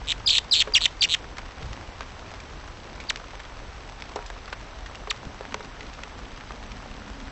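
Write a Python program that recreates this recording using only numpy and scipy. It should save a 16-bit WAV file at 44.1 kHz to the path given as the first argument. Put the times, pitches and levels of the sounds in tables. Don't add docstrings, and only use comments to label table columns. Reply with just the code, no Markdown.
import sys
import numpy as np
from scipy import signal
from scipy.fft import rfft, irfft, next_fast_len
from scipy.io import wavfile
from scipy.ndimage import uniform_filter1d

SR = 44100
rng = np.random.default_rng(int(sys.argv[2]) if len(sys.argv) > 2 else 0)


def bounce(signal):
    frames = np.transpose(np.atleast_2d(signal))
    limited = np.clip(frames, -1, 1)
    pcm = np.round(limited * 32767).astype(np.int16)
    wavfile.write(sys.argv[1], SR, pcm)


def volts_from_decibels(level):
    exponent = np.asarray(level, float) / 20
    return 10 ** exponent


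N = 322371

# time in seconds, pitch in Hz, effort in dB.
WARBLES = [
    [(0.2595, 4780, -20), (0.27, 5010, -17.5), (0.277, 3290, -9.5), (0.285, 4980, -14),
     (0.294, 2270, -11.5), (0.3015, 4980, -17), (0.3065, 3060, -8.5), (0.313, 4620, -12),
     (0.316, 2490, -15)],
    [(0.5105, 4940, -14), (0.517, 4810, -17.5), (0.523, 3870, -10.5), (0.528, 4255, -7), (0.533, 3585, -14),
     (0.537, 4064, -6.5), (0.5425, 2770, -15), (0.5455, 3890, -17.5), (0.5485, 2510, -5)],
    [(0.736, 4850, -16), (0.746, 4706, -10.5), (0.75, 3273, -12.5), (0.754, 3290, -3), (0.758, 2124, -13),
     (0.762, 2800, -5.5), (0.769, 2890, -4), (0.775, 2310, -10), (0.787, 1720, -19)],
    [(1.0075, 4644, -16), (1.017, 4700, -13), (1.027, 2114, -10), (1.0345, 4690, -16), (1.042, 1976, -12),
     (1.047, 2800, -8.5), (1.051, 2930, -9), (1.059, 1440, -18.5)],
]


def rms_one(x):
    return x / np.sqrt(np.mean(x ** 2) + 1e-20)


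def drift(rate_hz):
    lowpass = signal.butter(2, rate_hz, fs=SR, output="sos")
    return rms_one(signal.sosfilt(lowpass, rng.standard_normal(N + SR))[SR:])


def coloured(x, spectrum):
    hz, db = np.transpose(spectrum)
    size = next_fast_len(N)
    log_hz = np.log(np.fft.rfftfreq(size, 1 / SR) + 1)
    gain = volts_from_decibels(np.interp(log_hz, np.log(hz), db, left=-80, right=-80))
    return rms_one(irfft(rfft(x, size) * gain, size)[:N])


def add(out, s, x):
    i = round(s * SR)
    out[i:i + len(x)] += x[:N - i]


def wind(gust_db):
    # frequency in Hz, level in dB per Hz.
    wind_spectrum = [(8.8, -40.5), (15, -6), (43, 4.5), (134, -10), (200, -22.5), (260, -68), (440, -120)]
    return volts_from_decibels(gust_db) * coloured(rng.standard_normal(N), wind_spectrum)


def traffic(swing_db):
    # frequency in Hz, level in dB per Hz.
    traffic_spectrum = [(76, -26), (130, -4.5), (268, -3), (800, -8.5), (1040, -44.5), (1760, -120)]
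    level_db = -50 + 0.3 * swing_db + 2.0 * drift(7.2)
    return volts_from_decibels(level_db) * coloured(rng.standard_normal(N), traffic_spectrum)


def engine():
    # frequency in Hz, level in dB per Hz.
    engine_spectrum = [(170, -17), (205, -1), (240, -7), (275, 0.5), (320, -27)]
    # peak in seconds, level in dB, fade either side in dB per second.
    swells = [
        (0.12, -53.5, 85),
        (0.67, -58.5, 71),
        (1.44, -52.5, 54),
        (3.05, -55, 39),
        (4.05, -72, 34),
        (5.27, -49.5, 173),
        (5.54, -46.5, 87),
        (6.3, -51, 17),
        (7.08, -46.5, 8),
    ]
    idle_db = -71
    t = np.arange(N) / SR
    level_db = np.max([np.maximum(db - fade * np.abs(t - s), idle_db) for s, db, fade in swells], axis=0)
    return volts_from_decibels(level_db) * coloured(rng.standard_normal(N), engine_spectrum)


def patter(swing_db):
    # frequency in Hz, level in dB per Hz.
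    patter_spectrum = [(350, -4), (950, 2.5), (2000, -3.5), (3800, -9), (6300, -13.5), (7600, -20.5),
                       (8200, -6), (9000, -23.5)]
    drops_per_s, decay_s = 40.0, 0.0018
    out = rng.standard_normal(N)
    for low_hz, high_hz in [(390, 1750), (1100, 7500), (2800, 5500), (504, 9000)]:
        size_db = 4.18 * np.minimum(rng.exponential(1, N), 2.9)
        born = (rng.random(N) < drops_per_s / SR) * volts_from_decibels(size_db)
        bursts = signal.lfilter([1], [1, -np.exp(-1 / (decay_s * SR))], born + 1e-18)
        band = signal.butter(2, [low_hz, high_hz], "band", fs=SR, output="sos")
        out += volts_from_decibels(1.0) * signal.sosfilt(band, bursts * rng.standard_normal(N))
    return volts_from_decibels(-44.5 + 0.16 * swing_db) * coloured(out, patter_spectrum)


def syrinx(rows, flutter):
    # multiple of the pitch, level in dB.
    overtones = [(2, -15), (3, -16), (4, -29)]
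    # frequency in Hz, gain in dB.
    throat = [(1500, -1.5), (3500, 7), (4600, 3.5), (5600, 5), (6800, -1.5), (7800, 4), (9000, 17.5),
              (11000, -42)]
    # start in seconds, end in seconds, Hz above the first, dB against it.
    second_membrane = [(0.287, 0.307, 800, -7.5), (0.382, 0.4, 900, -1.5), (0.522, 0.547, 1150, -17),
                       (0.54, 0.552, 1200, -3), (0.608, 0.621, 1000, -6.5), (0.7557, 0.762, 1000, 2.5),
                       (0.775, 0.783, 880, 4.5), (1.023, 1.033, 900, 1), (1.0365, 1.045, 950, 5.5),
                       (1.142, 1.162, 1000, -18), (3.12, 3.12, 1100, -14)]
    jitter_rad, jitter_rad_per_octave = .2, .25
    rasp_db, rasp_db_per_octave = -22.5, 9
    s, hz, db = np.transpose(rows)
    t = np.arange(s[0], s[-1], 1 / SR)
    pitch = uniform_filter1d(np.interp(t, s, hz), size=33, mode="nearest")
    octaves_down = np.log2(3000 / pitch)
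    grain, wobble = flutter[:, round(s[0] * SR):][:, :len(t)]
    phase = 2 * np.pi * np.cumsum(pitch) / SR
    phase = phase + np.maximum(jitter_rad + jitter_rad_per_octave * octaves_down, 0) * wobble

    tone = np.exp(1j * phase)
    open_beak_db = 3.5 * (s[0] > 2)
    for multiple, level_db in overtones:
        colour_db = np.interp(multiple * pitch, *np.transpose(throat), right=-60) + open_beak_db
        tone = tone + volts_from_decibels(level_db + colour_db) * np.exp(1j * multiple * phase)

    sides = np.ones(len(t), complex)
    for start, end, above_hz, second_db in second_membrane:
        beat = np.exp(2j * np.pi * above_hz * t + 0.61j * wobble)
        swell = np.clip(np.minimum(t - start, end - t) / 0.0014, 0, 1)
        sides += swell * volts_from_decibels(second_db) * (beat + volts_from_decibels(-40) / beat + volts_from_decibels(-12.5) * beat * beat)

    rasp = volts_from_decibels(rasp_db + rasp_db_per_octave * octaves_down) * grain
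    fade = np.minimum(1, np.minimum(t - s[0], s[-1] - t) / 0.0019)
    return volts_from_decibels(np.interp(t, s, db)) * fade * (tone * sides).imag * (1 + rasp)


def trill(first, last, first_db, last_db, hz):
    # ms from the peak, share of the peak pitch, level in dB.
    up_stroke = [(-2.4, .46, -24), (-1.15, .66, -13), (-.5, .84, -4), (0, .99, 0), (.65, 1.11, -3),
                 (1.4, 1.18, -9)]
    down_stroke = [(1.9, 1.06), (5.4, 0.52)]   # (ms from the peak, share of the peak pitch)
    stroke_gap_s, speed_up = .0062, .09
    spread = (1.8, .025, 4.0)
    u = np.linspace(0, 1, round((last - first) / stroke_gap_s) + 1)
    chance = rng.standard_normal((len(u), 3)) * spread
    times = first + (last - first) * (u + speed_up * u * (1 - u))
    warm_db = np.pad((-7, -6), (0, len(u) - 2))
    levels = first_db + (last_db - first_db) * u + warm_db + chance[:, 0]
    pitches = hz * (1 + chance[:, 1])
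    joined = any(abs(first - rows[-1][0]) < .01 for rows in WARBLES)
    downs = (-8.5 if joined else -19) - warm_db / 2 + chance[:, 2]
    evens = np.where(warm_db < 0, 0.49, 1)
    for s, db, pitch, down_db, even in zip(times, levels, pitches, downs, evens):
        shape = [(ms, share, rel_db * even) for ms, share, rel_db in up_stroke]
        shape += [(ms, share, down_db) for ms, share in down_stroke]
        yield [(s + ms / 1000, pitch * share, db + rel_db) for ms, share, rel_db in shape]


def flourish(turns, effort):
    s, hz = np.transpose(turns)
    return np.transpose([s, hz, np.interp(s, s[[0, -1]], effort)])


def through_throat(rows, attack_s):
    # pitch in Hz, gain in dB.
    reach = [(1200, -9), (2100, -11.5), (2900, -5.5), (3400, -1), (4000, -3.5), (5000, -1.5)]
    s, hz, db = np.transpose(rows)
    t = np.arange(s[0], s[-1], .0005)
    pitch = np.interp(t, s, hz)
    rise_db = -20 * np.clip(1 - (t - s[0]) / attack_s, 0, 1) ** 2
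    level_db = np.interp(t, s, db) + np.interp(pitch, *np.transpose(reach)) + rise_db
    return np.transpose([t, pitch, level_db])


def chip(end, lead_ms, db):
    # ms before the end, pitch in Hz, level in dB.
    chip_fall = [(20, 4560, -7), (16.5, 4050, -4), (13, 3480, 0), (8, 2000, 0), (5, 1330, -6),
                 (2.5, 1000, -11), (0, 800, -17)]
    lead_hz, lead_db = 4760, -15
    top_ms = chip_fall[0][0]
    lead = [(top_ms + lead_ms, lead_hz, lead_db - 12), (top_ms + lead_ms / 2, lead_hz, lead_db)]
    return [(end - ms / 1000, hz, db + rel_db) for ms, hz, rel_db in lead + chip_fall]


def hummingbird():
    # first stroke in seconds, last stroke in seconds, first level in dB, last level in dB, pitch in Hz.
    trills = [
        (0.0727, 0.1102, -19, -12, 3430),
        (0.3172, 0.3752, -12, -14, 3720),
        (0.5505, 0.6016, -9, -12, 3890),
        (0.808, 0.8502, -15, -10, 3730),
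        (1.089, 1.1317, -15.5, -14.5, 3650),
    ]
    # time in seconds, pitch in Hz.
    flourishes = [
        [(0.1152, 1810), (0.12, 4300), (0.1245, 1620), (0.129, 3300)],
        [(0.3795, 2310), (0.3815, 3900), (0.384, 3090), (0.3862, 1670), (0.392, 3680)],
        [(0.605, 2800), (0.608, 3900), (0.6115, 2410), (0.614, 3650), (0.6175, 1770), (0.621, 3600),
         (0.627, 1280)],
        [(0.8535, 1740), (0.858, 3866), (0.8627, 1670), (0.867, 3280)],
        [(1.136, 2150), (1.1395, 4140), (1.143, 1685), (1.146, 3520), (1.152, 1160)],
    ]
    # effort at the start in dB, effort at the end in dB.
    flourish_effort = [(-13, -15.5), (-4.5, -21), (-12.5, -9.5), (-4, -12), (-11.5, -9)]
    # end in seconds, soft lead-in in ms, level in dB.
    chips = [
        (3.113, 8.0, -19),
        (5.12, 2.5, -20),
    ]
    # delay in ms, level in dB.
    echo_paths = [(1.6, -18), (4.3, -27), (9.0, -31), (17.0, -33), (31.0, -35)]
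    flutter = np.array([drift(1020), drift(450)])
    notes = [stroke for row in trills for stroke in trill(*row)]
    notes += [through_throat(flourish(*pair), .001) for pair in zip(flourishes, flourish_effort)]
    notes += [through_throat(rows, 0.0028) for rows in WARBLES]
    notes += [chip(*row) for row in chips]
    out = np.zeros(N)
    for rows in notes:
        add(out, rows[0][0], syrinx(rows, flutter))
    echoes = np.zeros(N)
    for ms, db in echo_paths:
        add(echoes, ms / 1000, volts_from_decibels(db) * out)
    t = np.arange(round(.09 * SR)) / SR
    scatter = rng.standard_normal(len(t)) * volts_from_decibels(-53.0 - 236 * t)
    return out + echoes + signal.fftconvolve(out, scatter)[:N]


def drop(t, hz, t60, crack_db):
    bright = signal.butter(1, [1900, 6000], "band", fs=SR, output="sos")
    around = signal.butter(2, [hz / 2.67, hz * 1.91], "band", fs=SR, output="sos")
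    noise = rng.standard_normal((2, len(t)))
    t60 = max(t60, .004)
    ring = volts_from_decibels(-1.5 - 60 * t / t60) * np.sin(2 * np.pi * hz * t)
    crack = volts_from_decibels(crack_db + 2.0 - 60 * t / (0.41 * t60 + 0.0035)) * signal.sosfilt(bright, noise[0])
    splash = volts_from_decibels(-3.0 - 40 * t / t60) * rms_one(signal.sosfilt(around, noise[1]))
    return ring + crack + splash


def drops():
    # time in seconds, peak in dB, ring in Hz, t60 in seconds.
    slaps = [(0.7237, -22, 1050, 0.0042), (1.0766, -28, 2990, 0.006), (1.3698, -33, 1750, 0.023),
             (1.383, -26.5, 950, 0.035), (1.7312, -23.5, 1940, 0.0085), (2.0077, -26.5, 1140, 0.024),
             (2.3157, -33, 795, 0.024), (3.0015, -33.5, 2250, 0.057), (3.172, -33, 2550, 0.014),
             (4.159, -23, 488, 0.059), (4.262, -34, 5060, 0.029), (4.3016, -27, 900, 0.023),
             (4.458, -30.5, 3100, 0.0062), (4.5022, -33.5, 1740, 0.0091), (4.861, -34.5, 1840, 0.046),
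             (4.955, -35, 2770, 0.02), (5.2523, -35, 2490, 0.011), (5.345, -30, 1110, 0.0068),
             (5.5435, -16.5, 1020, 0.016), (5.933, -33, 1510, 0.008), (6.1908, -27, 715, 0.0074),
             (6.718, -33.5, 2370, 0.019), (7.101, -31, 754, 0.011)]
    # time in seconds, peak in dB, ring in Hz,
    # t60 in seconds.
    taps = [(0.674, -27, 1100, 0.032), (0.9952, -31, 2200, 0.0053), (1.243, -23.5, 700, 0.0097),
            (2.0197, -33, 1600, 0.029), (2.402, -31.5, 2370, 0.018), (2.771, -30, 1530, 0.0086),
            (3.1595, -17.5, 2070, 0.0083), (3.3337, -29, 790, 0.013), (3.4008, -29, 1750, 0.023),
            (3.891, -29, 1680, 0.007), (4.0224, -20.5, 2200, 0.0066), (4.1903, -24, 710, 0.011),
            (4.478, -30.5, 1160, 0.032), (4.5277, -22.5, 1470, 0.026), (5.0734, -26.5, 1100, 0.021),
            (5.2308, -29.5, 630, 0.014), (5.4092, -16, 502, 0.01), (5.453, -22, 1080, 0.0059),
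            (5.523, -24.5, 1010, 0.016), (5.5962, -35, 2810, 0.0073), (5.6068, -25.5, 870, 0.01),
            (5.8072, -29.5, 2020, 0.023), (5.9907, -29, 754, 0.015), (6.0356, -23.5, 2040, 0.011),
            (6.4093, -32, 1590, 0.012), (6.5076, -20.5, 594, 0.0083), (6.8596, -26.5, 660, 0.0087),
            (7.2817, -25.5, 760, 0.0061)]
    # frequency in Hz, level in dB, t60 in seconds.
    bowl_modes = [(426.7, -0.5, 0.14), (527.6, -2, 0.1), (950, -10, 0.28)]
    # time in seconds, peak in dB.
    bowl_hits = [
        (0.674, -30),
        (3.3337, -42.5),
        (4.159, -31),
        (4.1903, -38),
        (5.0749, -32.5),
        (5.5434, -38),
        (5.5962, -39),
    ]
    slap_crack_db, tap_crack_db, bowl_db = 0, -16, -27
    lead_s = .0008
    out, t = np.zeros(N), np.arange(round(.16 * SR)) / SR
    rise = np.minimum(1, t / 0.00074)
    bowl = sum(volts_from_decibels(db - 60 * t / t60) * np.sin(2 * np.pi * hz * t) for hz, db, t60 in bowl_modes)
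    for s, db in bowl_hits:
        add(out, s - lead_s, volts_from_decibels(db) * rise * bowl)
    for rows, crack_db in [(slaps, slap_crack_db), (taps, tap_crack_db)]:
        for s, db, hz, t60 in rows:
            add(out, s - lead_s, volts_from_decibels(db) * rise * (drop(t, hz, t60, crack_db) + volts_from_decibels(bowl_db) * bowl))
    return signal.sosfilt(signal.butter(3, 320, "high", fs=SR, output="sos"), out)


def perch_knocks():
    # time in seconds, peak in dB, frequency in Hz, t60 in seconds.
    knocks = [
        (5.265, -32, 152, .04),
        (5.269, -19, 135, 0.022),
    ]
    out, t = np.zeros(N), np.arange(round(.16 * SR)) / SR
    for s, db, hz, t60 in knocks:
        add(out, s, -volts_from_decibels(db - 60 * t / t60) * np.sin(2 * np.pi * hz * t))
    return out


def scene():
    # time in seconds, level in dB.
    gust = [(0.0, -37.5), (0.35, -41.5), (0.6, -40.5), (0.85, -43.5), (1.36, -43.5), (1.44, -40),
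            (1.55, -48.5), (1.63, -33), (1.81, -39), (1.87, -41.5), (2.0, -41), (2.8, -43), (5.07, -42.5),
            (5.6, -42.5), (6.09, -42.5), (6.29, -44), (6.6, -40), (7.31, -41)]
    gust_db = np.interp(np.arange(N) / SR, *np.transpose(gust))
    swing_db = gust_db + 42
    background = wind(gust_db) + traffic(swing_db) + engine() + patter(swing_db)
    return (background + hummingbird() + drops() + perch_knocks())[None]


def starve(x):
    # frequency in Hz, limit in dB against the band's usual level.
    band_limits = [(4000, -11), (5000, -16), (6000, -9), (6800, 2), (7300, -18), (8000, -1)]
    frame, width_hz = 1408, 190
    hz, _, frames = signal.stft(x, SR, nperseg=frame)
    for low_hz in range(4000, 8000, width_hz):
        band = (hz >= low_hz) & (hz < low_hz + width_hz)
        level = np.sqrt(np.mean(np.abs(frames[band]) ** 2, axis=0))
        limit = volts_from_decibels(np.interp(low_hz, *np.transpose(band_limits))) * np.median(level)
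        frames[band] *= np.where(level < limit, volts_from_decibels(-31), 1)
    return signal.istft(frames, SR, nperseg=frame)[1][:N]


def roll_off(x):
    return signal.sosfilt(signal.butter(12, 9240, fs=SR, output="sos"), x)


def record(dry):
    lowpass = signal.ellip(8, .5, 55, 7800, fs=SR, output="sos")
    cut = signal.sosfilt(lowpass, starve(dry[0]))
    return roll_off(cut[None])


dry = scene()
out = record(dry)
bounce(out)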